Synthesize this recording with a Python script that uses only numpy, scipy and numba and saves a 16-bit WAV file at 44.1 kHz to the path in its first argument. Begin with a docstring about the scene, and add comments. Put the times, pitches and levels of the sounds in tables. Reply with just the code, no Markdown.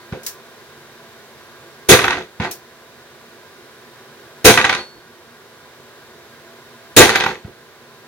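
"""A hammer is set down with a thud over a steady room hum, and a hollow punch snaps free.
Then three blows drive the punch into a board on a cluttered workbench, close to a small stereo camera.
Each blow overloads the input and shakes the bench: the top booms, bottles rattle, and a loose
steel rod bounces and rings. The hammer is rested after the first blow and the last;
after the first, the punch is pulled free again."""
import sys
import numpy as np
from scipy import signal
from scipy.fft import rfft, irfft, next_fast_len
from scipy.io import wavfile
from numba import njit

SR = 44100
rng = np.random.default_rng(int(sys.argv[2]) if len(sys.argv) > 2 else 0)


def generate_wav(sig):
    """Save sig (samples, or channels by samples) to the path in sys.argv[1] as 16-bit PCM at SR."""
    pcm = np.round(np.clip(np.atleast_2d(sig).T, -1, 1) * 32767).astype(np.int16)
    wavfile.write(sys.argv[1], SR, pcm)


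N = 356057

# Hammer blows. Each row: start in seconds, rise in seconds, bench level in dB, smash level in dB,
# smash t60 in seconds, tilt in dB per octave, head ring in dB, head pitch ratio.
HAMMER_BLOWS = [(1.886, 0.034, -4, -4, .13, 9, 1, 0.99), (4.444, 0.024, 0, -2, .12, 8.5, -4.5, 1.4),
                (6.964, 0.013, 2, -0.5, .13, 8, 9.5, 1.06)]
# Hammer head on the punch. Each row: frequency in Hz at pitch ratio 1, level in dB, t60 in seconds.
HEAD_MODES = [(3500, -3, .008), (6600, 0, .008), (9600, -8, .005)]
# Bench top. Each row: frequency in Hz, level in dB, t60 in seconds.
BENCH_MODES = [(75.5, -36, 0.18), (115.5, -16.5, 0.26), (153, 0, 0.081), (222.5, -1.5, 0.053),
               (277, -13, 0.013), (361, 3.5, 0.056), (373, 3, 0.091), (389.4, 6, 0.044),
               (448.5, 1.5, 0.091), (514.7, 8, 0.028), (697, 3.5, 0.048)]
# Board, bottles and tools lying loose. Each row: frequency in Hz, level in dB.
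CLUTTER_MODES = [(780, -2), (900, -6), (980, 0), (1200, 1), (1390, 1), (1520, 4), (1610, 3.5), (1840, 2.5),
                 (1990, 5.5), (2250, 1), (2570, 5), (2960, -3), (3350, 1.5), (3760, 2.5), (4050, -1),
                 (4600, -4), (5200, -5.5), (5700, -6.5), (6370, 0), (6900, -12), (7400, -56), (8600, -27.5),
                 (9300, -4), (10300, -9), (11500, -9), (13000, -11), (14500, -10)]
# Loose things landing. Each row: start in seconds, level in dB, tilt in dB per octave, t60 in seconds.
LANDINGS = [(1.988, -0.5, -1, .03), (2.041, -1.5, 2, 0.029), (2.08, -3.5, 0, 0.014), (2.106, -5, 5, 0.0087),
            (2.128, -7, -2, 0.018), (2.148, -19, -8, 0.015), (2.18, -18.5, -5, 0.028),
            (2.422, -27, 5, 0.011), (2.433, -24, -12, .015), (2.447, -12.5, -1, 0.026),
            (4.574, 3.5, 2, 0.019), (4.584, -1, -2, .025), (4.612, -6, 3.5, 0.055),
            (4.642, -0.5, -1.5, 0.024), (4.649, -1.5, 3.5, .025), (4.693, 1.5, 1, 0.016),
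            (4.715, -17, -9, 0.014), (4.727, -3.5, 2.5, .02), (4.748, -8.5, 6.5, .025),
            (7.04, -17, -7, 0.038), (7.092, 1, 5.5, 0.043), (7.151, -4, 4, 0.016), (7.156, 1.5, 4.5, 0.032),
            (7.201, -3.5, 4.5, 0.015), (7.207, -6, 3, 0.022), (7.237, -4, 2, 0.034),
            (7.262, -5.5, -6, 0.025), (7.305, -19.5, -13, .025)]
# Steel rod. Each row: frequency in Hz, free t60 in seconds.
ROD_MODES = [(4398, .85), (8721, .6), (11900, .45)]
# The rod left ringing. Each row: start in seconds, share of the free t60, three mode levels in dB.
ROD_RINGS = [(0.0, 0.8, -54, -70, -72), (2.048, 0.49, -46, -50, -35), (2.455, 0.46, -39.5, -58, -60),
             (4.696, 0.35, -24, -44, -44), (4.773, 0.57, -25.5, -43, -59), (7.092, .3, -20, -31, -42),
             (7.156, 0.69, -28, -33, -28), (7.263, 0.38, -28.5, -43, -32)]
# Rattle after a knock. Each row: start in seconds, clutter level in dB, bench level in dB,
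# seconds until it settles.
RATTLES = [(0.127, -42.5, -40, 0.01), (1.941, -20.5, -31.5, 0.25), (2.405, -28.5, -35.5, 0.054),
           (4.5, -20, -34, 0.29), (7.018, -18.5, -31.5, 0.3), (7.454, -54, -48.5, 0.017)]
# Hammer set down. Each row: start in seconds, push level in dB, contact in milliseconds,
# then bench and clack in dB relative to the push.
HAMMER_RESTS = [(0.1227, -15.5, 10.1, -17.5, -11.5), (2.3979, -8.5, 10, -3, -6),
                (7.446, -18.5, 11.44, -11, -12.5)]
# Punch coming free. Each row: start in seconds, level in dB, t60 in seconds.
PUNCH_SNAPS = [(0.232, -37.5, 0.22), (0.248, -39, 0.19), (0.2633, -20.5, 0.18), (2.5108, -22.5, 0.17),
               (2.5234, -40, 0.13)]
# Colour of a snap. Each row: frequency in Hz, spectral level in dB.
SNAP_SPECTRUM = [(290, -39), (500, -26), (760, -47), (943, -19), (1610, -5), (3170, -9), (5800, 2),
                 (7970, -3.5), (15700, -3)]
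# Room air. Each row: frequency in Hz, spectral level in dB.
AIR_SPECTRUM = [(18, -73.5), (30, -27), (144, -6), (178, -15.5), (238, -9), (309, -14.5), (371, -2),
                (610, -10), (1000, -13.5), (1300, -12.5), (1650, -11), (2640, -20.5), (3920, -19.5),
                (7740, -27.5), (15700, -31.5)]
# Wavering tones in the hum. Each row: centre in Hz, width in Hz, level in dB.
HUM_TONES = [(233.5, 16, 0), (346.2, 14.8, 0.5), (526, 22, -36), (667.6, 4.4, 4), (1012, 80, -4.5),
             (1157, 21, -3.5), (1455, 34, -3), (1606, 23, -0.5), (3770, 170, -16.5)]
# Room decay. Each row: frequency in Hz, t60 in seconds.
ROOM_DECAY = [(100, 0.085), (500, 0.25), (2000, 0.18), (6000, 0.32), (15000, 0.23)]
# Stereo width of noise at the microphones. Each row: frequency in Hz, side relative to mid in dB.
SIDE_SPECTRUM = [(60, -13), (120, -7.5), (300, -14.5), (1200, -15), (2400, 0.5), (5000, -1.5), (15000, -4)]
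# Microphone pair. Each row: frequency in Hz, left minus right in dB.
MIC_BALANCE = [(60, -5), (110, 0.5), (200, -2), (380, -1.5), (700, -2.0), (1290, -2.5), (2380, -2),
               (4400, 2), (8120, 0), (15000, 0.5)]

BENCH_LEAD_S = .0015  # the bench top carries the blow faster than the air
TICKS_T60_S, CLUTTER_T60_CYCLES = .55, 30
LANDING_RISE_S, LANDING_BENCH_DB = 0.0011, -22
JOLT_DB, JOLT_SHARE = (-39.5, -43.5, -41), 0.28  # rod at a landing: mode levels, share of free t60
RATTLE_KNOCKS_PER_S, RATTLE_TILT_DB_PER_OCTAVE = 1800, 1.1
CLUTTER_SAG_DB_PER_S, BENCH_SAG_DB_PER_S, SETTLE_DB_PER_S = 48, 32, 250
STIR_DB, STIR_DB_PER_S = -16, 390  # each landing stirs the rattle up again, briefly
AIR_DB, TONES_DB, ROOM_DB = -43.5, -49.5, -6.5
PORT_LAG_S, TOP_HZ = 7e-5, 16360  # sound reaches the left port first; top of the camera's range


def hammer_blows():
    """Right by the camera, everything loose jumps at once and the bench booms."""
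    s, rise_s, bench_db, smash_db, t60, tilt_db = np.transpose(HAMMER_BLOWS)[:6]
    when, db, tilt_db, start = chatter(s, smash_db, t60, tilt_db, s,
                                       count=400, rise_s=rise_s[:, None], bend=2.3)
    smash = clutter(when, db, tilt_db - 96 * (when - start))  # later contacts are gentler, so duller
    # screws and caps keep ticking for a while, thin and bright
    tick_t60, tick_tilt_db = np.full_like(s, TICKS_T60_S), np.full_like(s, 7)
    ticks = clutter(*chatter(s, smash_db - 32, tick_t60, tick_tilt_db, count=500, rise_s=0.011))
    boom = bench(*chatter(s - BENCH_LEAD_S, bench_db, .75 * t60, count=60, rise_s=0.019, bend=2.86))
    return smash + ticks + boom


def hammer_head():
    """Steel shrieks briefly on steel."""
    return sum(strike(HEAD_MODES, *chatter(s, db, .05, count=80, rise_s=0.037, bend=6.4), pitch=pitch)
               for s, *_, db, pitch in HAMMER_BLOWS)


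def bench(*knocks, **how):
    """Knocks on the bench top, so wide and close that the two microphones hear it differently."""
    return strike(BENCH_MODES, *knocks, apart_hz=937, **how)


def clutter(*knocks, **how):
    """Knocks on the loose things, which are heavily damped."""
    return strike([(hz, db, CLUTTER_T60_CYCLES / hz) for hz, db in CLUTTER_MODES], *knocks, **how)


def landings():
    """Each loose thing clacks as it comes down and nudges the bench."""
    s, db, tilt_db, t60 = np.transpose(LANDINGS)
    clack = clutter(*chatter(s, db, t60, tilt_db, count=20, rise_s=LANDING_RISE_S), scatter_db=3)
    return soften(clack) + bench(s, db + LANDING_BENCH_DB, scatter_db=0)


def steel_rod():
    """Thin steel tones, cut shorter when the rod lies flat; every landing jolts it too."""
    def ring_rod(s, db, share, mode_db, scatter_db):
        modes = [(hz, level, t60 * share) for (hz, t60), level in zip(ROD_MODES, mode_db)]
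        return strike(modes, s, db + max(mode_db), scatter_db=scatter_db, apart_hz=30000)

    free = sum(ring_rod(s, 0, share, mode_db, scatter_db=0) for s, share, *mode_db in ROD_RINGS)
    landed_s, landed_db = np.transpose(LANDINGS)[:2]
    return free + ring_rod(landed_s, landed_db, JOLT_SHARE, JOLT_DB, scatter_db=3)


def rattle():
    """Small random knocks while the bench still moves: they sag, flare at each landing, then settle."""
    start, clutter_db, bench_db, lasts = np.transpose(RATTLES)[..., None]
    chance = rng.random((len(RATTLES), 900, 2))
    late = np.cumsum(-np.log(chance[..., 0]), axis=1) / RATTLE_KNOCKS_PER_S
    size_db = -2 * np.log(chance[..., 1]) - SETTLE_DB_PER_S * np.maximum(late - lasts, 0)
    landed_s, landed_db = np.transpose(LANDINGS)[:2]
    since = (start + late)[..., None] - landed_s
    stir_db = landed_db + STIR_DB - STIR_DB_PER_S * np.abs(since)
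    stir_power = np.sum((since > 0) * undb(2 * stir_db), axis=-1)
    sag_power = undb(2 * (clutter_db - CLUTTER_SAG_DB_PER_S * late))
    clutter_db = 10 * np.log10(sag_power + stir_power) + size_db
    bench_db = bench_db - BENCH_SAG_DB_PER_S * late + size_db
    s = (start + late).ravel()
    return soften(clutter(s, clutter_db.ravel(), RATTLE_TILT_DB_PER_OCTAVE)) + bench(s, bench_db.ravel())


def hammer_rests():
    """A soft, long push: the top moves down, up and down, then rings on as loose things clack."""
    out = np.zeros((2, N))
    for s, db, ms, bench_db, clack_db in HAMMER_RESTS:
        phase = np.linspace(-3.2, 3.2, int(ms * SR / 1000))
        out[:, int(s * SR):][:, :len(phase)] += undb(db) * (1 - phase ** 2) * np.exp(-phase ** 2 / 2)
        out += bench(s + ms / 1000, db + bench_db, tilt_db=2, scatter_db=1)
        out += soften(clutter(*chatter(s, db + clack_db, 0.064, -1.0, count=20, rise_s=0.0015)))
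    return out


def punch_snaps():
    """The punch pulls free in bright bursts that die away fast."""
    out, t = np.zeros((2, N)), np.arange(SR // 3) / SR
    for s, db, t60 in PUNCH_SNAPS:
        envelope = (1 - np.exp(-t / 0.0012)) * (undb(-60 * t / t60) + 0.89 * np.exp(-t / 0.0029))
        burst = stereo_noise(len(t), lambda hz: undb(curve_at(SNAP_SPECTRUM, hz)))
        out[:, int(s * SR):][:, :len(t)] += undb(db) * envelope * burst
    return out


def room_reverb(x):
    """The room around the bench: a diffuse tail in octave bands, each dying at its own pace."""
    t = np.arange(SR // 2) / SR
    tail = sum(undb(-60 * t / curve_at(ROOM_DECAY, centre))
               * stereo_noise(len(t), lambda hz: np.exp(-np.log2((hz + 1) / centre) ** 2 * 2))
               for centre in 60 * 2. ** np.arange(9))
    tail = colour(tail * (1 - np.exp(-t / 0.0045)), lambda hz: np.sqrt(hz / 2000))
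    return signal.fftconvolve(x, tail / np.sqrt(np.sum(tail ** 2) / 2), axes=1)[:, :N]


def room_hum():
    """Room tone behind it all: broad air noise, with narrow bands that waver like rough tones."""
    tones = stereo_noise(N, lambda hz: np.sqrt(sum(undb(2 * db) / (1 + (2 * (hz - centre) / width) ** 4)
                                                   for centre, width, db in HUM_TONES)))
    air = stereo_noise(N, lambda hz: undb(curve_at(AIR_SPECTRUM, hz)))
    return undb(AIR_DB) * air + undb(TONES_DB) * tones


def chatter(s, db, t60, *carried, count, rise_s, bend=1):
    """Rough faces never meet once: a knock is a dying run of contacts; bend 2 holds, then drops."""
    s, db, t60, *carried = np.atleast_1d(s, db, t60, *carried)
    late = np.sort(rng.random((len(s), count)), axis=1) * t60[:, None] * .7
    late -= late[:, :1]
    rise_db = 20 * np.log10(np.minimum(0.017 + late / rise_s, 1))
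    db = db[:, None] - 60 * (late / t60[:, None]) ** bend + rise_db
    return [(s[:, None] + late).ravel(), db.ravel()] + [np.repeat(column, count) for column in carried]


def strike(modes, s, db, tilt_db=0., scatter_db=5., apart_hz=2700., pitch=1):
    """Knocks on a body: each lands elsewhere, so its modes get new sizes."""
    hz, mode_db, t60 = np.transpose(modes) * [[pitch], [1], [1]]
    s, db, tilt_db = np.broadcast_arrays(*np.atleast_1d(s, db, tilt_db))
    order = np.argsort(s)
    chance = rng.standard_normal((len(s), 3, len(hz)))
    size = undb(db[:, None] + mode_db + tilt_db[:, None] * np.log2(hz / 2000) + scatter_db * chance[:, 0])
    size *= np.sign(chance[:, 1]) / np.sqrt(np.sum(undb(2 * mode_db)))
    # left and right part in phase as a mode nears apart_hz
    turn = np.exp(1j * chance[:, 2] * np.minimum(hz / apart_hz, 1.5) ** 2)
    push = np.array([size * turn, size / turn])[:, order]
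    pole = np.exp(2j * np.pi * hz / SR - np.log(1000) / (t60 * SR))
    return ring_modes((s[order] * SR).astype(np.int64), push, pole, np.zeros((2, N)))


@njit
def ring_modes(start, push, pole, out):
    """Every mode is a decaying rotation, pushed at each start sample; silent stretches are skipped."""
    for channel in range(2):
        for mode in range(len(pole)):
            z, knock, i = 0j, 0, start[0]
            while i < out.shape[1]:
                z *= pole[mode]
                while knock < len(start) and start[knock] == i:
                    z += push[channel, knock, mode]
                    knock += 1
                out[channel, i] += z.imag
                i += 1
                if abs(z.real) + abs(z.imag) < 1e-6:
                    i = start[knock] if knock < len(start) else out.shape[1]
    return out


def soften(x, cutoff_hz=6000):
    """Wood and plastic contacts last too long to drive the high treble."""
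    return signal.sosfilt(signal.butter(2, cutoff_hz, fs=SR, output="sos"), x)


def stereo_noise(size, gain):
    """Noise of rms 1 at the two microphones: mostly shared in the bass, wide in the treble."""
    mid, side = rng.standard_normal((2, size))
    side = colour(side, lambda hz: undb(curve_at(SIDE_SPECTRUM, hz)))
    pair = colour(np.array([mid + side, mid - side]), gain)
    return pair / pair.std()


def colour(x, gain):
    """Filter by gain(Hz)."""
    size = next_fast_len(x.shape[-1])
    return irfft(rfft(x, size) * gain(np.arange(size // 2 + 1) * SR / size), size)[..., :x.shape[-1]]


def curve_at(table, hz):
    """Read a (Hz, value) table on a log-frequency axis."""
    table_hz, values = np.transpose(table)
    return np.interp(np.log(hz + 1), np.log(table_hz + 1), values)


def undb(db):
    return 10 ** (np.asarray(db) / 20)


def scene():
    """The workbench from close up, with the room behind it."""
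    knocks = hammer_blows() + landings() + rattle() + hammer_rests() + steel_rod()
    return knocks + undb(ROOM_DB) * room_reverb(knocks) + hammer_head() + punch_snaps() + room_hum()


def record(dry):
    """The camera's microphone pair, a slow gain control, hard overload and a top cut."""
    x = np.array([colour(channel, lambda hz: undb(sign * curve_at(MIC_BALANCE, hz) / 2)
                         * np.exp(1j * sign * np.pi * hz * PORT_LAG_S))
                  for channel, sign in zip(dry, (1, -1))])
    x = signal.sosfilt(signal.butter(2, 45, "high", fs=SR, output="sos"), x)  # small capsules lose bass
    smoothing = np.exp(-1 / (.8 * SR))
    loudness = signal.lfilter([1 - smoothing], [1, -smoothing], np.minimum(np.abs(x).mean(0), 1))
    x = x * undb(-4.5 * np.tanh(loudness / 0.13))  # the gain sinks after loud knocks
    return signal.sosfilt(signal.ellip(8, .2, 70, TOP_HZ, fs=SR, output="sos"), np.clip(x, -1, 1))


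dry = scene()
out = record(dry)
generate_wav(out)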